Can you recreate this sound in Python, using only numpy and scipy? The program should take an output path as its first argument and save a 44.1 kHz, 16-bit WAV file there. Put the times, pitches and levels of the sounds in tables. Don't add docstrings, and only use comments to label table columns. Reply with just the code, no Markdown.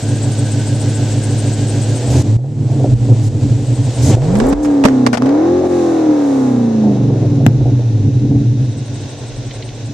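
import sys
import numpy as np
from scipy import signal
from scipy.fft import rfft, irfft, next_fast_len
from scipy.io import wavfile
from scipy.ndimage import uniform_filter1d

SR = 44100
rng = np.random.default_rng(int(sys.argv[2]) if len(sys.argv) > 2 else 0)


def volts_from_db(level):
    exponent = np.asarray(level, float) / 20
    return 10 ** exponent


def dump(signal):
    limited = np.clip(np.atleast_2d(signal).T, -1, 1)
    pcm = np.round(limited * 32767).astype(np.int16)
    wavfile.write(sys.argv[1], SR, pcm)


N = 437913

# hz, correlation
ALIKE = [(60, 0.5), (130, 0.98), (290, 1.0), (630, 1), (1390, 1), (3050, 0.79), (6700, 0.45), (14700, 0.0)]
IDLE_HZ = 6.2
LUMPY_FULL_HZ = 18


def unit(x):
    return x / np.sqrt(np.mean(x ** 2) + 1e-20)


def along(points, hz):
    f, v = np.transpose(points)
    return np.interp(np.log(hz + 1), np.log(f + 1), v)


def curves(*tables):
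    s, *cols = np.vstack(tables).T
    return [np.interp(np.arange(N) / SR, s, c) for c in cols]


def coloured(x, points):
    m = 2 * next_fast_len(N // 2 + SR // 4)
    gain = volts_from_db(along(points, np.fft.rfftfreq(m, 1 / SR)))
    cep = irfft(np.log(gain + 1e-6), m)
    cep[1:m // 2] *= 2
    cep[m // 2 + 1:] = 0
    return irfft(rfft(x, m) * np.exp(rfft(cep)), m)[..., :N]


def rush(spectrum, alike, lean=1):
    # hz, left_minus_right_db
    lean_points = [(60, 2), (110, -0.5), (200, -9), (380, -0.5), (690, 0), (1280, -1), (2350, 0.5),
                   (4330, -4.5), (7980, 3.5), (14700, 34)]
    hz = np.fft.rfftfreq(N, 1 / SR)
    turn = np.arccos(np.clip(along(alike, hz), -1, 1)) / 2
    a, b = rfft(rng.standard_normal((2, N))) * volts_from_db(along(spectrum, hz))
    mid, side = a * np.cos(turn), b * np.sin(turn)
    tilt = volts_from_db(lean * along(lean_points, hz) / 2)
    return unit(irfft([(mid + side) * tilt, (mid - side) / tilt], N))


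def bursts(events, spectrum, rise, t60):
    out, t = np.zeros((2, N + SR)), np.arange(SR // 10) / SR
    for s, db in events:
        out[:, round(s * SR):][:, :len(t)] += volts_from_db(db - 60 * t / t60) * (1 - np.exp(-t / rise))
    return out[:, :N] * rush(spectrum, ALIKE)


def speed():
    # start_s, four_stroke_cycle_hz
    speed_points = [(1.8, 6.6555), (2, 7.31), (2.35, 14.21), (2.52, 18.9), (3.46, 11.68), (3.92, 9.25),
                    (4.06, 10.18), (4.23, 17.58), (4.48, 34.32), (4.59, 37.6), (5.17, 29.5), (5.39, 39.9),
                    (5.5, 44.04), (5.58, 45.57), (5.75, 43.92), (8.35, 9.84), (8.9, 6.6), (9.9, 4.9)]
    friction_hz = 20
    s, hz = np.transpose(speed_points)
    return np.exp(np.interp(np.arange(N) / SR, s, np.log(hz + friction_hz))) - friction_hz


def fast(cycle_hz):
    return np.clip((cycle_hz - 20) / 8, 0, 1)


def whine():
    # pitch_hz, level_db
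    electric = [(11806, -66.5)]
    # pitch_hz, level_db
    drive = [(1513, -51.5), (1615, -52), (1782, -73)]
    (hz, db), t = electric[0], np.arange(N) / SR
    thin = volts_from_db(db - 8) * np.clip((t - 8.6) / .3, 0, 1) * np.sin(2 * np.pi * hz * t)

    def drift():
        return np.interp(t, np.arange(400) / 40, rng.standard_normal(400))

    whir = sum(volts_from_db(db + 5.5 + 4.9 * drift()) * np.sin(2 * np.pi * hz * t + 0.31 * drift())
               for hz, db in drive)
    return thin + whir * np.clip((2.1 - t) / 0.27, 0, 1)


def ticks():
    # start_s, peak_db
    tick_events = [(9.5083, -26), (9.5516, -32), (9.6225, -24), (9.6889, -31)]
    spectrum = [(1000, -52), (2000, 12), (4500, 8), (6500, -23), (9000, -70)]
    return bursts(tick_events, spectrum, rise=0.0022, t60=0.045)


def clicks():
    # start_s, peak_db
    click_events = [(4.3514, -33), (4.3695, -29), (4.3874, -28), (4.4677, -27), (4.4844, -28),
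                    (4.4897, -25), (4.4984, -27), (4.6309, -34)]
    spectrum = [(5000, -40), (7500, 7), (11500, -12), (14000, -25)]
    return volts_from_db(0.5) * bursts(click_events, spectrum, rise=0.0006, t60=0.019)


def handling():
    # start_s, peak_db, thud_db, left_minus_right_db, length_ms
    knocks = [(4.2193, -32, -11.5, 8.5, 4.8), (4.3539, -19, -9, -7, 8.4), (4.401, -13.5, -7.5, -5.5, 7.1),
              (4.527, -18.5, 15.5, -7, 8.4), (4.6482, -23, -7.5, -3.5, 16), (4.839, -11, 4.5, -4.5, 14),
              (4.8517, 1.5, 11, -6.5, 9), (4.8852, -15.5, -3.5, 1.5, 3), (5.0645, -6.5, -27, -5, 11),
              (5.13, -11.5, -29, 5.5, 27.5), (5.1725, -14, 0.5, 6, 11), (5.2216, -16.5, -16.5, -3.5, 2),
              (5.259, -23, -7.5, 0.5, 17), (5.291, -22.5, -4.5, 3, 6.8), (7.464, -14, 23, 4, 7.5)]
    # hz, db_per_hz
    shell = [(260, -29.5), (450, -4), (1170, -12), (1550, -15), (1790, -15.5), (4030, -28), (5330, -24.5),
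             (8290, -33), (13700, -52.5), (15200, -62)]
    thud_hz = 230
    scratch, thud, t = np.zeros((2, N + SR)), np.zeros(N + SR), np.arange(SR // 10) / SR
    for s, db, thud_db, pan_db, ms in knocks:
        start = round(s * SR)
        shape = np.exp(-(t * 1000 / ms) ** 3) + 1.7 * np.exp(-t / 0.00099) + volts_from_db(-12.5 - 60 * t / 0.17)
        grit = rng.standard_normal(len(t)) + 2.0 * rng.standard_normal((2, len(t)))
        pan = np.array([[pan_db], [-pan_db]]) / 2
        scratch[:, start:][:, :len(t)] += volts_from_db(db + pan) * shape * grit
        thud[start:][:len(t)] += volts_from_db(db + thud_db - 60 * t / 0.034) * np.sin(2 * np.pi * thud_hz * t)
    return volts_from_db(9.5) * coloured(scratch[:, :N], shell) + thud[:N]


def buffet():
    # peak_s, peak_db
    shakes = [(2.24, -43.5), (2.929, -23), (3.3, -33.5), (3.51, -28.5), (3.8, -36), (4.249, -27),
              (4.44, -19.5), (4.579, -24.5), (4.869, -39.5), (5.25, -40), (6.88, -57), (7.3, -40),
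              (7.65, -26.5), (8.021, -41), (8.4, -41.5), (9.37, -36), (9.68, -46)]
    floor_db, rise_db_s, fall_db_s = -43.5, 116, 106.5
    spectrum = [(20, -23.0), (38, 16), (50, 16.0), (80, 7), (120, -76.5)]
    t = np.arange(N) / SR
    lumps = sum(volts_from_db(db - np.where(t < s, rise_db_s * (s - t), fall_db_s * (t - s))) for s, db in shakes)
    floor = volts_from_db(floor_db - 8.8 * fast(speed()))
    return (lumps + floor) * rush(spectrum, [(40, 0.31)], lean=0)


def slips():
    # first_s, last_s, slips_per_cycle, swell_in_s
    bouts = [
        (.0185, 2.13, 2.086, .01),
        (3.617, 4, 2.04, .35),
        (8.645, 9.86, 1.9, .16),
    ]
    strong_db = [-27, -32.5, -43]
    swell_db = [-3, 7, 10]
    weaker_db = [6.5, 8, -2]
    t, turns, rows = np.arange(N) / SR, np.cumsum(speed()) / SR, []
    for (first, last, per_cycle, swell), db, below_db, weak_db in zip(bouts, strong_db, swell_db, weaker_db):
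        begin, end = np.interp([first, last], t, turns)
        k = np.arange(int((end - begin) * per_cycle) + 1)
        s = np.interp(begin + k / per_cycle, turns, t)
        luck = rng.standard_normal((len(k), 3))
        level_db = db - weak_db * (k % 2 == 0) + 1.3 * luck[:, 0]
        level_db = level_db - below_db * np.clip(1 - (s - first) / swell, 0, 1)
        rows += zip(s + 0.006 * luck[:, 2], level_db, 8350 + 200 * luck[:, 1])
    return rows


def belt():
    spread_hz, glide_hz, length_s = 680, 400, .06
    tone_gain = np.array([[1.0, 0.59, 0.081, 1.0], [0.19, -0.1, 0.079, 0.28]])
    t, out = np.arange(int(length_s * SR)) / SR, np.zeros((2, N + SR))
    for s, db, pitch_hz in slips():
        offset_hz = spread_hz * np.array([[0], [1], [2], [-1]]) * rng.uniform(0.205, 1.0, (4, 1))
        hz = pitch_hz + glide_hz * (t / length_s - .5) + offset_hz
        scrape = uniform_filter1d(rng.standard_normal((4, len(t))), size=40)
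        flutter = .6 + 5 * uniform_filter1d(scrape, size=25)
        chirp = np.hanning(len(t)) * flutter * np.sin(2 * np.pi * np.cumsum(hz, 1) / SR)
        out[:, max(round((s - .021) * SR), 0):][:, :len(t)] += volts_from_db(db) * tone_gain @ chirp
    return out[:, :N]


def jets():
    # start_s, end_s, level_db, fade_s
    openings = [(2.086, 2.229, -33, .006), (3.217, 3.295, -39.5, 0.016), (4.012, 4.122, -26.5, 0.015),
                (4.434, 4.53, -45, 0.022), (4.619, 4.682, -34.5, 0.048), (5.57, 6.198, -44, 0.37),
                (6.1, 6.76, -45, 0.35)]
    # hz, db_per_hz
    jet_spectrum = [(800, -30), (2000, -12), (7000, 8.5), (10000, -3), (14300, -17.5)]
    rise_s, t = 0.019, np.arange(N) / SR
    swell = 0
    for s, end, db, fade in openings:
        ramp = np.minimum((t - s) / max(rise_s, fade / 2), (end - t) / fade)
        swell = swell + volts_from_db(db) * np.clip(ramp, 0, 1)
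    return swell * rush(jet_spectrum, ALIKE, lean=.3)


def pops():
    # start_s, peak_db
    pop_events = [(2.386, -30), (2.439, -28), (2.693, -25), (2.715, -26), (2.764, -29), (2.797, -17),
                  (2.841, -13.5), (3.041, -29), (3.085, -18), (3.122, -31), (3.402, -27.5), (4.167, -17.5),
                  (4.52, -36.5), (5.605, -14.5), (5.635, -17), (5.66, -24), (6.835, -13), (6.873, -17.5),
                  (6.91, -19), (6.951, -18.5), (6.997, -26.5), (7.101, -17.5), (7.146, -19.5),
                  (7.213, -19.5), (7.238, -21), (7.402, -18.5), (7.608, -19.5), (7.655, -15.5),
                  (7.683, -25), (7.792, -18.5), (8.258, -27.5), (8.308, -23), (8.359, -25)]
    spectrum = [(150, -33), (280, 11.5), (700, 3), (900, -8), (1100, -35), (3000, -80)]
    return bursts(pop_events, spectrum, rise=0.0015, t60=0.15)


def misfire(cycle_hz):
    lumpy_ends_hz, lumpy_begins_hz, settle_s = 7.5, 24, .08
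    depth = np.clip((lumpy_begins_hz - cycle_hz) / (lumpy_begins_hz - LUMPY_FULL_HZ), 0, 1)
    coasting = (np.gradient(cycle_hz) < 0) * (cycle_hz > lumpy_ends_hz) * depth
    rough = .27 * np.roll(coasting, round(settle_s * SR)) + .16 * (cycle_hz < IDLE_HZ)
    return .04 * np.sqrt(IDLE_HZ / cycle_hz) + uniform_filter1d(rough, size=SR // 6)


def pulling(cycle_hz, full_hz_s, size):
    return uniform_filter1d(np.clip(np.gradient(cycle_hz) * SR / full_hz_s, 0, 1), size=size)


def levels(cycle_hz):
    # start_s, exhaust_db, gas_flow_db
    engine = [(0, -14.5, -28), (2.05, -14, -27), (2.17, -8, -25), (2.36, -8, -38), (2.56, -11, -38),
              (2.74, -12, -36), (3.7, -12, -33), (3.96, -15, -28.5), (4.15, -4, -23), (4.2, -11.5, -33),
              (4.45, -12.5, -32.5), (4.65, -11, -36), (5.2, -10, -37.5), (5.73, -13.5, -33.5),
              (7, -11, -37.5), (8.5, -11.5, -38.5), (9.05, -25, -33), (9.93, -24, -35)]
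    # centre_s, swell_db
    surges = [(2.03, -5.5), (2.171, -0.5), (2.62, 3.5), (2.944, 6.5), (4.078, 4), (3.12, 8), (3.5, 3.5),
              (3.649, -6), (3.87, 3), (3.92, -5), (6.1, 5), (6.72, -3), (6.871, 2.5), (6.97, -3.5),
              (7.18, -3), (7.47, 5.5), (7.721, 3), (7.831, -3.5), (8.061, 1.5), (8.26, 0), (8.341, 4.5),
              (8.481, 0.5), (8.552, 0), (8.59, 5), (8.77, 2), (8.84, -4), (9.28, -5), (9.58, -4),
              (9.66, -2.5), (9.75, -3), (9.81, -3), (8.93, 0), (9.04, 5), (9.1, -8.5), (9.17, -1),
              (9.45, 2), (9.9, 7.5)]
    # start_s, drop_db, recovery_s
    ducks = [(2.224, 9, 0.05), (2.369, 13.5, 0.37), (2.942, 7, 0.08), (3.287, 5, 0.15),
             (4.154, 12.5, 0.082), (4.54, 9.5, 0.14), (5.092, 6, 0.087), (5.151, 17, 0.078),
             (5.6, 3.5, 0.052), (5.675, 7, 0.041)]
    surge_s, duck_s = 0.03, .006
    lope_db, lope_turn, lope_gone_hz = .1, .2, 9
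    rasp_db, rasp_pull_db, rasp_grows_db, rasp_full_hz = 3, 3.5, 15.5, 33.8
    t, (db, flow_db) = np.arange(N) / SR, curves(engine)
    slow = np.clip((lope_gone_hz - cycle_hz) / 2, 0, 1) * np.clip(2 * (cycle_hz - IDLE_HZ), 0, 1)
    pull = pulling(cycle_hz, 49.4, SR // 20)
    swing_db = lope_db * slow * np.cos(2 * np.pi * (np.cumsum(cycle_hz) / SR + lope_turn))
    surge_db = sum(swell_db * np.exp(-((t - s) / surge_s) ** 2) for s, swell_db in surges)
    duck_db = sum(drop_db * np.clip((t - s) / duck_s + .5, 0, 1) * np.clip(1 - (t - s) / back, 0, 1)
                  for s, drop_db, back in ducks)
    growth = np.clip((cycle_hz - IDLE_HZ) / (rasp_full_hz - IDLE_HZ), 0, 1)
    over_db = rasp_db + rasp_pull_db * pull + rasp_grows_db * growth
    return db + swing_db + surge_db - duck_db, flow_db + over_db - duck_db, flow_db - duck_db


def baffled(x, ripple_db=0):
    from_hz, band_hz, longest_s = 175, 35, .03
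    hz, knots = np.fft.rfftfreq(N, 1 / SR), np.arange(from_hz, SR / 2, band_hz)
    detour_s = rng.uniform(0, longest_s, len(knots)) * (knots > knots[0])
    late = np.interp(hz, knots, detour_s)
    ripple = volts_from_db(ripple_db * np.interp(hz, knots, rng.standard_normal(len(knots))))
    return irfft(rfft(x) * ripple * np.exp(-2j * np.pi * np.cumsum(late) * hz[1]), N)


def thinned(x, cycle_hz):
    deep = irfft(rfft(x) / (1 + (np.fft.rfftfreq(N, 1 / SR) / 78) ** 8), N)
    return x - .7 * fast(cycle_hz) * deep


def evened(x, span):
    energy, n = np.cumsum(np.pad(x ** 2, (1, 0))), np.arange(N)
    a, b = np.clip(n - span, 0, N), np.clip(n + span, 0, N)
    power = uniform_filter1d((energy[b] - energy[a]) / (b - a), size=900)
    return x / np.sqrt(power + 1e-20)


def loaded(boom, cycle_hz, firings, cylinders):
    pull = pulling(cycle_hz, 18, SR // 6)
    share = np.abs(.6 * pull * np.interp(cycle_hz * cylinders, (65, 105, 190, 235), [0, 1, 1, 0]))
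    return np.sqrt(1 - share) * boom + np.sqrt(2 * share) * np.cos(2 * np.pi * firings)


def bounced(x, ms, db):
    late = volts_from_db(db) * np.roll(x, round(ms * SR / 1000))
    return np.array([x + late, x - late])


def aimed(x, turned):
    lag_samples = 1.6 * (.5 - turned) * np.array([[1], [-1]])
    gain_db = 0.28 + (0.15 - 0.21 * turned) * np.array([[-1], [1]])
    return (x - lag_samples * np.gradient(x, axis=1)) * volts_from_db(gain_db)


def exhaust():
    # extra_strength, lag_firing_intervals, header_delay_ms
    cylinders = [(-.128, .62, .711), (.046, .686, .615), (-.527, .745, -.964), (.372, .759, -1.729),
                 (.412, .838, -1.121), (.183, .767, -1.197), (-2.124, .954, 1.746), (-.32, .735, -2.153)]
    # hz, gain_db
    pipe = [(25, -54), (55, -28), (85, -26), (108, -3.8), (124, -2.5), (142, -11.4), (165, -28), (188, -34),
            (213, -16.5), (248, -23), (285, -13), (315, -22), (350, -32), (430, -31), (2000, -120)]
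    # hz, gain_db
    chamber = [(60, -60), (104, -14), (123, 0), (142, -16), (220, -55), (900, -120)]
    # hz, db_per_hz
    bark_spectrum = [(210, -92.5), (340, 5.5), (420, 5.5), (520, 4.5), (650, -4.5), (820, -3),
                     (1000, -10.5), (1350, -15), (1600, -19.5), (2200, -25), (4400, -120)]
    # hz, db_per_hz
    rasp_spectrum = [(210, -85.5), (350, 4), (400, 0.5), (472, 4), (804, -5), (1250, -20.5), (1560, -22),
                     (2000, -22.5), (2600, -25), (4400, -120)]
    # hz, db_per_hz
    hiss_spectrum = [(650, -18), (1100, -17), (1360, -6), (1490, -3.5), (2310, -5), (2740, -2), (4250, -2),
                     (5000, -3), (7920, 0), (8730, -9.5), (9610, -19.5), (14300, -42.5)]
    # hz, db_per_hz
    muffled = [(650, -32), (1100, 3), (1240, -16.5), (1390, 2.5), (2190, 0), (2410, -0.5), (2600, 3),
               (3150, -0.5), (3780, 5.5), (4630, -0.5), (6130, 4), (9010, -10.5), (10400, -28),
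               (14300, -35)]
    # hz, correlation
    shaded = [(60, -0.29), (240, 1), (940, 0.73), (3720, 0.59), (14700, -0.99)]
    cycle_hz, n = speed(), np.arange(N)
    scatter = misfire(cycle_hz)
    boom_db, rasp_db, hiss_db = levels(cycle_hz)

    firing_hz = cycle_hz * len(cylinders)
    firings = np.cumsum(firing_hz) / SR + 0.302
    at = np.interp(np.arange(1, int(firings[-1])), firings, n)
    near = at.astype(int)
    extra, lag, late_ms = np.array(cylinders)[np.arange(len(at)) % len(cylinders)].T
    luck = rng.standard_normal((len(at), 2))
    rough = scatter[near]
    size = 1 - rough + extra + rough * luck[:, 0]
    late = (lag + rough * luck[:, 1] / 7) * SR / firing_hz[near] + late_ms * SR / 1000
    place = np.clip(at + late, 0, N - 2)
    whole, part = place.astype(int), place % 1

    def train(w):
        return np.bincount(whole, w * (1 - part), N) + np.bincount(whole + 1, w * part, N)

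    wave = 2 * firing_hz / SR * (cycle_hz / 10.5) * (1 - 1.5 * scatter) * np.cos(2 * np.pi * firings)
    half_cycle = np.clip(SR / cycle_hz, 0, .15 * SR).astype(int) // 2
    kicks = rough * luck[:, 0] * np.minimum(1, LUMPY_FULL_HZ / cycle_hz[near]) ** 2
    drone = 2.4 * coloured(train(kicks), chamber)
    boom = thinned(baffled(coloured(train(size) + wave, pipe)), cycle_hz) + drone
    boom = loaded(evened(boom, half_cycle), cycle_hz, firings, len(cylinders))
    boom = bounced(boom, ms=2.57, db=-21.0)

    uneven = np.clip(size - .85, -.6, .6) + .04 * luck[:, 1]
    bark = evened(baffled(coloured(train(uneven), bark_spectrum), ripple_db=3), half_cycle)
    bark = bounced(bark, ms=1.7, db=-4)

    turned = np.clip((n / SR - 4.2) / 1.0, 0, 1)

    def swing(facing, away):
        return np.sqrt(1 - turned) * rush(facing, ALIKE) + np.sqrt(turned) * rush(away, shaded, lean=0.51)

    pitched = np.clip((cycle_hz - 14) / 16, .03, .87)
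    puff = np.interp(n, near, np.abs(size)) * np.exp(-1.5 * (firings % 1))
    breath = unit((1.4 + puff) * swing(rasp_spectrum, rasp_spectrum))
    rasp = volts_from_db(rasp_db - 5.0) * (np.sqrt(1 - pitched) * breath + np.sqrt(pitched) * bark)
    gusts = np.interp(n, np.arange(300) * SR / 25, rng.standard_normal(300))
    hiss = volts_from_db(hiss_db - 5.0 + 0.71 * gusts) * unit((4 + puff) * swing(hiss_spectrum, muffled))
    pipes = volts_from_db(boom_db) * (aimed(boom, turned) + volts_from_db(-22 - 11 * pitched) * swing(pipe, pipe))
    return pipes + rasp + hiss


def scene():
    camera = handling() + ticks() + clicks() + whine()
    return camera + buffet() + belt() + jets() + pops() + exhaust()


def roll_off(x):
    return signal.sosfilt(signal.butter(12, 15310, fs=SR, output="sos"), x)


def record(dry):
    band = [(8, -40), (30, 0), (14200, 0), (14400, -21), (15250, -23), (15350, -110)]  # hz, gain_db
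    overflow_s, overflow_ms = 7.465, .2
    t_ms = (np.arange(N) / SR - overflow_s) * 1000
    held = dry / (1 + np.abs(dry) ** 8) ** (1 / 8)
    left = np.where((t_ms > 0) & (t_ms < overflow_ms), -.8, held[0])
    wrapped = np.array([left, held[1]])
    mix = irfft(rfft(wrapped) * volts_from_db(along(band, np.fft.rfftfreq(N, 1 / SR))), N)
    return roll_off(mix)


dry = scene()
out = record(dry)
dump(out)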